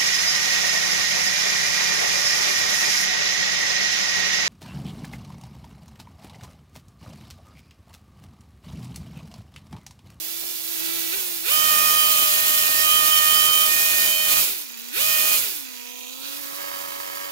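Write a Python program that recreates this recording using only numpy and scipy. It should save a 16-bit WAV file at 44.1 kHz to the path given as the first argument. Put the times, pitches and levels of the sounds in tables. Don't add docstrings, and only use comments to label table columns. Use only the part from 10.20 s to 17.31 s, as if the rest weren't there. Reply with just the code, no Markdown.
import sys
import numpy as np
from scipy import signal
from scipy.fft import rfft, irfft
from scipy.io import wavfile
from scipy.ndimage import map_coordinates

SR = 44100
rng = np.random.default_rng(int(sys.argv[2]) if len(sys.argv) > 2 else 0)


def output_pcm(signal):
    pcm = np.clip(np.atleast_2d(signal).T, -1, 1) * 32767
    wavfile.write(sys.argv[1], SR, np.round(pcm).astype(np.int16))


N = 313551
TIME = np.arange(N) / SR
HZ = np.maximum(np.arange(N // 2 + 1) * SR / N, 1)

# (pressed [s], rise time [s], released [s], share of the rise to full speed [0-1])
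SQUEEZES = [(0.914, .036, 0.95, 0.21), (1.228, .104, 4.2, 1), (4.708, .118, 5.158, 1)]
# (time [s], pitch [Hz])
IDLE_SPEED = [(0, 325), (.15, 333), (.32, 338), (.4, 327), (.52, 335), (.6, 325), (.68, 331), (.9, 331),
              (1.05, 328), (1.16, 330), (1.22, 318), (4.35, 234), (4.57, 227), (4.7, 241.8), (5.3, 240),
              (5.45, 241), (5.62, 240), (5.73, 246), (5.86, 246), (5.98, 259), (6.06, 274), (6.2, 278),
              (6.35, 283), (7.11, 283)]
# (harmonic [number], held [dB], grounded [dB], extra pulling up [dB], extra coasting [dB])
IDLE_WHINE = [(1, -41, -49.5, 2, -6), (2, -54.5, -43.5, -3.5, -28), (3, -67, -52, 1, -15),
              (4, -59.5, -47, -17, -11), (5, -61, -71, 4.5, 3)]
# (time [s], tilt above horizontal [degrees])
BAR_TILT = [(1.36, 80), (1.54, 46), (1.72, 51), (1.88, 22.5), (2.03, 21), (2.13, 3), (2.25, -1), (2.33, 8),
            (2.5, -6.5), (2.6, 8), (2.69, 38), (2.78, 37.5), (2.87, 51), (2.95, 32), (3.04, 46), (3.12, 39),
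            (3.3, 33.5), (3.44, 35), (3.52, -19), (3.8, -28), (3.9, -35), (4.05, -44), (4.13, -56.5),
            (5.15, -49)]
# (tilt [degrees], levels of harmonics 1, 2, 4, 5 [dB])
BEAM_LEVEL = [(-58, -34.5, -29, -28.5, -36.5), (-37.5, -35, -43.5, -30, -26.5), (-11, -44, -30, -26.5, -44),
              (1.5, -40.5, -33, -37, -31), (15.5, -38, -27, -34.5, -28), (38, -39.5, -25, -33, -20.5),
              (44, -36.5, -23.5, -31.5, -29.5), (76, -38, -25.5, -38, -26.5)]
BEAM_LEAD = [(-55, 2.7, 2.26, 2.6, 1.4), (-44, 2.58, 2.2, 2.3, 1.4), (-21, 2, 2.9, 2.5, 1.8),
             (-1, 1.75, 2.9, 2.3, 2.3), (14, 1.84, 2.63, 2.5, 2.14), (55, 2.4, 2.55, 1.3, 1.84),
             (82, 2.4, 3.3, 1.5, 2.2)]
# (pans of harmonics 1, 2, 4, 5 [dB])
BEAM_PAN = [-0.5, -4, -8.5, -5]
# (time [s], level [dB], pan [dB], lead [rad])
THIRD_HARMONIC = [(1.33, -42.6, -6.8, 0), (1.52, -32, -11.3, 0.8), (1.76, -36.5, -12.8, 0),
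                  (1.88, -38, -0.6, -2.5), (1.99, -39.8, 7.4, -2.5), (2.13, -30.5, -0.0, -3.5),
                  (2.42, -32, 0, -4), (2.62, -28, -9.1, -3.5), (2.74, -39, 5, -2.1),
                  (2.82, -32.5, -10, 1.2), (2.91, -37, -8.1, 1.3), (3.04, -28.5, -12.4, 1.6),
                  (3.11, -35.4, -1, 0.5), (3.25, -35, -13, -0.0), (3.29, -40.0, 1.7, -2.5),
                  (3.38, -40, 5.7, -1.7), (3.52, -28, -6.4, -4), (3.72, -31.5, -1, -4.5),
                  (3.82, -27, -12, -3.4), (3.95, -35, -2, -3), (4.04, -30.5, -8.5, -3),
                  (4.1, -36, -8, -2.5), (4.16, -32.8, -5.5, -3.1), (4.85, -37.9, -2, -4),
                  (4.93, -32, -15, -2.5), (5.15, -38, 0, -2.5)]
# (harmonic [number], level [dB])
OVERTONES = [(6, -24), (7, -15.5), (8, -16), (9, -17), (10, -22), (13, -49)]
# (pitch [Hz], air [dB], buzz [dB], rasp [dB], hiss [dB], rattle [dB], exhaust [dB])
LEVELS_BY_SPEED = [(257, -54, -46, -39.5, -39, -38.5, -56), (284, -49.5, -41.5, -35, -31.5, -67, -56),
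                   (315, -49, -43, -33.5, -30, -58, -67), (634, -37.5, -34, -23.5, -20, -33.5, -50.5)]
# (frequency [Hz], spectral density [dB])
REVVED_SPECTRUM = [(30.0, -18.5), (110.0, -19), (260.0, -7.5), (360.0, -9), (600.0, -11.5), (900.0, -11.5),
                   (1300.0, -2.5), (1650.0, -6.5), (2400.0, -3.5), (3400.0, -4.5), (5800.0, -6.5),
                   (9000.0, 0), (11000.0, 5.5), (15400.0, 7)]
# (frequency [Hz], spectral density [dB])
IDLE_SPECTRUM = [(30.0, -3.5), (150.0, -12), (240.0, -6), (470.0, -7.5), (700.0, -10.5), (1150.0, -9.5),
                 (1400.0, -8), (2100.0, -6.5), (3500.0, 2.5), (5000.0, 2), (6000.0, 2), (9500.0, -3),
                 (11500.0, 1.5), (15400.0, 2)]
# (frequency [Hz], bandwidth [Hz], gain [dB])
BLADE_MODES = [(2890, 61, 4), (4830, 64, 5), (6240, 240, -13), (7070, 36, 7.5), (11000, 200, -9),
               (11200, 190, -2), (15300, 450, 2.5)]
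# (frequency [Hz], bandwidth [Hz], gain [dB])
GUARD_MODES = [(1455, 110, -4.5), (1860, 200, -6), (2380, 150, 0), (2720, 220, -1.5), (3400, 280, -3),
               (3950, 140, -1.5), (4470, 170, -5), (4950, 160, -5), (6100, 230, -.5), (6980, 200, -1.5)]
# (time [s], level [dB])
CLACKS = [(4.4904, -26), (4.5204, -28), (4.575, -27), (4.5884, -27), (4.597, -25), (4.6064, -26),
          (4.6184, -26), (4.6864, -25), (5.7724, -30), (5.8064, -30), (6.6174, -25)]
# (time [s], level [dB], rise [s], fall [s])
JOLTS = [(.72, -36, 0.18, 0.4), (.93, -35, 0.012, 0.014), (6.05, -35, 0.039, 0.12)]
# (frequency [Hz], bandwidth [Hz], gain [dB])
SILENCER_MODES = [(253, 28, -18), (463, 200, -9), (747, 24, -4.5), (983, 58, 1.5), (1292, 31, 4.5),
                  (1630, 22, 2), (1840, 89, -4.5), (2200, 57, -3.5), (3100, 90, -7.5), (4680, 80, -11)]
# (frequency [Hz], bandwidth [Hz], gain [dB])
GEAR_MODES = [(1344, 52, 2), (1520, 130, -5), (1997, 93, 3), (2384, 155, 6), (2666, 260, 4.5),
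              (3420, 480, -2), (3686, 110, 6), (4300, 110, 1.5)]
# (frequency [Hz], bandwidth [Hz], gain [dB])
BARK_MODES = [(1420, 220, 0), (1870, 420, 6), (2300, 160, -9)]
# (pitch [Hz], level [dB])
KNOCK_BY_SPEED = [(240, -45), (330, -44), (520, -40), (619, -48)]
# (time [s], level [dB])
EXPOSURE = [(0, -2), (.25, -1), (.43, -2), (.65, 2.5), (.88, 2), (1.05, 0.5), (1.35, 0), (1.6, 1),
            (2.4, 0.15), (3.0, .5), (3.75, 0.5), (3.88, 1), (3.94, -2.5), (4.04, -3), (4.12, 2.5),
            (4.23, 1.5), (4.47, -2.5), (5.1, 0.7), (5.36, -0.5), (5.6, -1.5), (5.97, -0.5), (6.13, 0.5),
            (7.11, -0.5)]
# (time [s], pan [dB])
TOOL_SWING = [(0, -2.5), (.8, -1.6), (1.25, -2.5), (1.75, -1.5), (2.25, -0.5), (2.75, -2), (3.25, -2.5),
              (3.75, -0.3), (4.25, 0.5), (4.8, -0.5), (5.7, -2.5), (6.3, -1.7), (7.11, -0.5)]
# (time [s], pan [dB])
BAR_SWING = [(0, -1), (.7, 0.5), (1.1, 3), (1.45, 0), (1.75, 1), (2.2, -1), (3.2, 0.5), (4.2, -2.5),
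             (5.5, 1), (7.11, 0)]
# (time [s], lowest notch [Hz], strength [0-1])
CLOSE_REFLECTION = [(5.45, 1100, 0), (5.6, 1250, .35), (5.75, 1580, .7), (5.87, 1690, .8), (5.98, 1900, .8),
                    (6.06, 2130, .7), (6.2, 2300, 0)]
# (frequency [Hz], coherence [0-1], lead [rad], pan [dB])
MIC_PAIR = [(40, 0, 6.9, -3), (130, 0.23, 4.1, -6), (257, 0.74, 2.77, 1.2), (633, 0.28, 2.56, -2.5),
            (1160, 0.51, 2.27, -4.5), (2600, 0.49, 2.56, -6), (4360, 0.3, 1.52, -6), (7000, 0.4, 1.15, -7),
            (11600, 0, 2, -0.5), (16000, 0.34, .5, -4)]

FULL_SPEED_HZ, SURGE_HZ_PER_S = 615.2, 1300
TURNS_PER_FIRING, TURNS_PER_STROKE = 3, 6.8
LOAD_SHARE = 0.73
TURN_AWAY_S, TURN_TAKES_S, TURN_SHARE = 5.4, 0.34, 0.38
SET_DOWN_S, SET_DOWN_TAKES_S = 6.136, 0.37


def fan_whine(turns, pitch, throttle, effort, levels_db, rasp_db):
    stroke = 2 * np.pi * turns / TURNS_PER_STROKE + 0.53 * drift(11.0)
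    loaded_turns = turns + 0.0053 * np.sin(stroke)
    whine = 0
    for k, (db, (_, lead, pan_db)) in enumerate(zip(levels_db, directivity()), 1):
        tone = harmonic(loaded_turns, k, pitch, flutter_db=.2 * k, wander_rad=0.13 * (k - .7),
                        rough_rad=.048 * k, beamed=throttle, beam_lead=lead, beam_pan_db=pan_db)
        whine += from_db(db) * tone
    sing_db = (2.05 + 0.018 * in_time(BAR_TILT)[0]) * throttle ** 3
    for k, db in OVERTONES:
        tone = harmonic(loaded_turns, k, pitch, flutter_db=4.0, wander_rad=0.56, rough_rad=0.58)
        whine += effort ** 2 * from_db(rasp_db + db - 3 + sing_db) * tone
    return whine * (1 + 0.17 * np.cos(stroke))


def harmonic(turns, k, pitch, flutter_db, wander_rad, rough_rad, beamed=0., beam_lead=0., beam_pan_db=0.):
    _, lead, pan_db = in_frequency(MIC_PAIR, k * pitch)
    phase = 2 * np.pi * (k * turns + rng.random()) + rough_rad * drift(130)
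    left = np.sin(phase + lead + beamed * (beam_lead - lead) + wander_rad * drift(5.9))
    gains = balance(pan_db + beamed * (beam_pan_db - pan_db))
    return np.sqrt(2) * gains * np.array([left, np.sin(phase)]) * from_db(flutter_db * drift(12.6))


def whine_levels(effort, surge, grounded, exposure_db):
    for (k, held_db, ground_db, pull_db, coast_db), (beam_db, _, _) in zip(IDLE_WHINE, directivity()):
        screening = 2.2 if k == 1 else 1
        idle_db = held_db + grounded * (ground_db - held_db) + screening * exposure_db
        surge_db = np.interp(surge, [-1, 0, 1], [coast_db, 0, pull_db])
        yield (1 - effort) * idle_db + effort * beam_db + surge_db


def directivity():
    tilt = in_time(BAR_TILT)[0]
    first, second, fourth, fifth = zip(curves(BEAM_LEVEL, tilt), curves(BEAM_LEAD, tilt), BEAM_PAN)
    third_db, third_pan_db, third_lead = in_time(THIRD_HARMONIC)
    return first, second, (third_db, third_lead, third_pan_db), fourth, fifth


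def trigger_response(fall_s):
    response = 0
    for pressed_s, rise_s, released_s, share in SQUEEZES:
        run_down = np.exp(-(np.maximum(TIME - released_s, 0) / fall_s) ** 1.5)
        response += share * ease((TIME - pressed_s) / rise_s) * run_down
    return response


def acceleration(speed, settle_s):
    pole = np.exp(-1 / (settle_s * SR))
    return signal.lfilter([1 - pole], [1, -pole], np.tanh(np.gradient(speed) * SR / SURGE_HZ_PER_S))


def tooth_friction(turns, throttle):
    surges = 0.043 * np.cos(2 * np.pi * turns) + 0.035 * np.cos(2 * np.pi * turns / TURNS_PER_FIRING)
    grain_db = (1.0 - 0.17 * throttle) * drift(900) + 0.69 * drift(23)
    return (1 + surges * (1 - .7 * throttle)) * from_db(grain_db)


def rush(throttle, envelope, low_hz, high_hz, level_db, ring=0.):
    noise = rng.standard_normal((2, N)) * envelope
    spectrum = rfft(noise + ring * resonate(noise, BLADE_MODES))
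    band = 1 / np.sqrt((1 + (low_hz / HZ) ** 14) * (1 + (HZ / high_hz) ** 14))
    idle, revved = (rms_one(irfft(spectrum * band * from_db(in_frequency(colour, HZ)[0]), N))
                    for colour in (IDLE_SPECTRUM, REVVED_SPECTRUM))
    return from_db(level_db) * (idle + throttle * (revved - idle))


def blade_rattle(pitch, level_db, knocks_per_turn, decay_s):
    sizes = from_db(5 * rng.uniform(-1, 1, N))
    knocks = (rng.random(N) < knocks_per_turn * pitch / SR) * sizes
    ring = rms_one(resonate(bursts(knocks, decay_s), GUARD_MODES))
    return ring * np.hypot(from_db(level_db), jolting())


def jolting():
    return sum(from_db(db) * np.exp(-((TIME - s) / np.where(TIME < s, rise_s, fall_s)) ** 2)
               for s, db, rise_s, fall_s in JOLTS)


def blade_clacks(decay_s, gain_db):
    hits = np.zeros(N)
    for s, db in CLACKS:
        hits[int(s * SR)] = from_db(db + gain_db)
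    grit = bursts(hits, decay_s)
    return resonate(grit, BLADE_MODES) + 0.16 * np.diff(grit, prepend=0)


def blade_ticking(turns, level_db):
    taps = once_a_turn(turns, uneven_db=8, jitter_s=.00003)
    return rms_one(resonate(taps, BLADE_MODES)) * from_db(level_db)


def exhaust(turns, level_db, late_share=.12, gas_noise=0.05):
    beats = np.flatnonzero(np.diff(np.floor(turns)))
    firings = np.cumsum(TURNS_PER_FIRING + (rng.random(len(beats)) < late_share))
    firings = firings[firings < len(beats)]
    puffs = np.zeros(N)
    puffs[beats[firings]] = from_db(rng.uniform(-4, 2, len(firings)))
    puffs += .18 * once_a_turn(turns, uneven_db=2, jitter_s=.00008)
    puffs += gas_noise * bursts(puffs, decay_s=0.0013)[0]
    return rms_one(side_branch(resonate(puffs, SILENCER_MODES))) * from_db(level_db)


def side_branch(sound, notch_hz=1440, width_hz=170):
    return signal.lfilter(*signal.iirnotch(notch_hz, notch_hz / width_hz, fs=SR), sound)


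def gear_backlash(turns, surge, level_db, grit, coast_db=9, pull_db=15.5):
    jitter_s = .00001 + .000035 * np.maximum(-surge, 0)
    slaps = once_a_turn(turns, uneven_db=1.5, jitter_s=jitter_s)
    slaps += grit * bursts(slaps, decay_s=0.0005)[0]
    gain = from_db(level_db + np.interp(surge, [-1, 0, 1], [coast_db, 0, pull_db]))
    ring = rms_one(resonate(slaps, GEAR_MODES)) * np.hypot(gain, from_db(1) * jolting())
    bark = rms_one(resonate(slaps, BARK_MODES)) * from_db(-36.5) * np.maximum(surge, 0)
    direct = ring + bark
    hedge_echo = np.interp(TIME - .0047, TIME, direct)
    return np.array([direct, hedge_echo])


def casing_buzz(turns, throttle, level_db):
    pulsing = 1 + 0.5 * np.cos(2 * np.pi * turns) + 0.069 * np.cos(4 * np.pi * turns)
    return rush(throttle, pulsing, 770, 2450, level_db)


def lawn_bounce(sound, delay_s=.0015, wander_s=.00007, strength=.27):
    emitted_s = TIME - delay_s - wander_s * drift(1.64)
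    bounced = np.array([map_coordinates(s, [emitted_s * SR], order=3, mode="nearest") for s in sound])
    return (sound + strength * bounced) / np.hypot(1, strength)


def hollowed(sound, top_hz=4500):
    notch_hz, strength = in_time(CLOSE_REFLECTION)
    dull = irfft(rfft(sound) / (1 + (HZ / top_hz) ** 2), N)
    bounced = np.array([np.interp(TIME - .5 / notch_hz, TIME, s) for s in dull])
    return (sound + strength * bounced) / np.hypot(1, .5 * strength)


def microphones(direct, scattered):
    coherence, lead, pan_db = in_frequency(MIC_PAIR, HZ)
    right = rfft(direct)
    left = coherence * np.exp(1j * lead) * right + np.sqrt(1 - coherence ** 2) * rfft(scattered)
    return irfft(np.array([left, right]) * balance(pan_db), N)


def line_of_sight(sound):
    _, lead, pan_db = in_frequency(MIC_PAIR, HZ)
    return irfft(rfft(sound) * balance(pan_db) * np.exp(1j * np.array([lead, 0 * lead])), N)


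def once_a_turn(turns, uneven_db, jitter_s):
    beats = np.flatnonzero(np.diff(np.floor(turns)))
    timing, strength = np.clip(rng.standard_normal((len(beats), 2)), -2, 2).T
    shifts = (np.broadcast_to(jitter_s, N)[beats] * SR * timing).astype(int)
    clicks = np.zeros(N)
    clicks[np.clip(beats + shifts, 0, N - 1)] = from_db(uneven_db * strength)
    return clicks


def bursts(clicks, decay_s):
    envelope = signal.lfilter([1], [1, -np.exp(-1 / (decay_s * SR))], clicks + 1e-18)
    return envelope * rng.standard_normal((2, N))


def resonate(force, modes):
    total = 0
    for k, (hz, width_hz, db) in enumerate(modes):
        radius = np.exp(-np.pi * width_hz / SR)
        poles = [1, -2 * radius * np.cos(2 * np.pi * hz / SR), radius ** 2]
        mode = (1 - radius ** 2) / 2 * signal.lfilter([1, 0, -1], poles, force + 1e-18)
        total += (-1) ** k * from_db(db) * mode
    return total


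def drift(rate_hz):
    return rms_one(irfft(rfft(rng.standard_normal(N)) / (1 + (HZ / rate_hz) ** 4), N))


def balance(pan_db):
    left = from_db(pan_db)
    return np.array([left, np.ones_like(left)]) / np.sqrt((1 + left ** 2) / 2)


def curves(rows, at):
    points, *columns = np.transpose(rows)
    return [np.interp(at, points, column) for column in columns]


def in_time(rows):
    return curves(rows, TIME)


def in_frequency(rows, hz):
    points, *columns = np.transpose(rows)
    return [np.interp(np.log(hz), np.log(points), column) for column in columns]


def ease(x):
    return np.sin(np.pi / 2 * np.clip(x, 0, 1)) ** 2


def from_db(db):
    return 10 ** (np.asarray(db) / 20)


def rms_one(x):
    return x / np.sqrt(np.mean(x ** 2) + 1e-20)


def scene():
    idle = in_time(IDLE_SPEED)[0]
    speed = idle + (FULL_SPEED_HZ - idle) * trigger_response(fall_s=.14)
    throttle = np.clip((speed - 330) / 270, 0, 1)
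    pitch = speed * (1 + .0026 * drift(16) + .004 * (1 - throttle) * drift(9))
    turns = np.cumsum(pitch) / SR
    load = trigger_response(fall_s=0.061)
    effort = throttle + LOAD_SHARE * (load - throttle)
    surge = acceleration(speed, settle_s=0.011)
    grounded = TURN_SHARE * ease((TIME - TURN_AWAY_S) / TURN_TAKES_S)
    grounded += (1 - TURN_SHARE) * ease((TIME - SET_DOWN_S) / SET_DOWN_TAKES_S)
    exposure_db = in_time(EXPOSURE)[0]
    levels_db = in_frequency(LEVELS_BY_SPEED, speed) + exposure_db
    air_db, buzz_db, rasp_db, hiss_db, rattle_db, exhaust_db = levels_db
    knock_db = in_frequency(KNOCK_BY_SPEED, speed)[0] + exposure_db

    teeth = tooth_friction(turns, throttle)
    rumble = rush(throttle, from_db(drift(10)), 2.1, 151, hiss_db - 31.5 + 1.3 * throttle)
    cooling_air = rush(throttle, from_db(1.7 * drift(32)), 153, 1015, air_db - 2)
    casing = casing_buzz(turns, throttle, buzz_db - 3.5 + 2 * grounded)
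    rasp = rush(throttle, teeth, 2320, 7980, rasp_db - 2 + throttle - 2.5 * grounded, ring=0.013)
    hiss = rush(throttle, teeth, 8540, 16400, hiss_db + 0.42 - 4.5 * grounded, ring=0.12)
    rattle = blade_rattle(pitch, rattle_db + 1.5 * grounded, knocks_per_turn=4.4, decay_s=0.00025)
    clacks = blade_clacks(decay_s=0.00079, gain_db=10)
    gears = gear_backlash(turns, surge, knock_db - 8 * grounded, grit=0.027)
    putter = exhaust(turns, exhaust_db + 23.3 * grounded)
    ticks = blade_ticking(turns, rasp_db - 8 - 13 * throttle)

    body = microphones(*(rumble + cooling_air + hiss + hollowed(casing + gears)))
    bar = microphones(*hollowed(lawn_bounce(rasp + rattle + clacks))) * balance(in_time(BAR_SWING)[0])
    compact = hollowed(line_of_sight(putter + ticks))
    whine_db = whine_levels(effort, surge, grounded, exposure_db)
    fan = fan_whine(turns, pitch, throttle, effort, whine_db, rasp_db)
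    return (fan + bar + compact + body) * balance(in_time(TOOL_SWING)[0])


def record(dry):
    cutoff_hz = 15750
    return irfft(rfft(dry) / np.sqrt(1 + (HZ / cutoff_hz) ** 400), N)


dry = scene()
out = record(dry)
output_pcm(out)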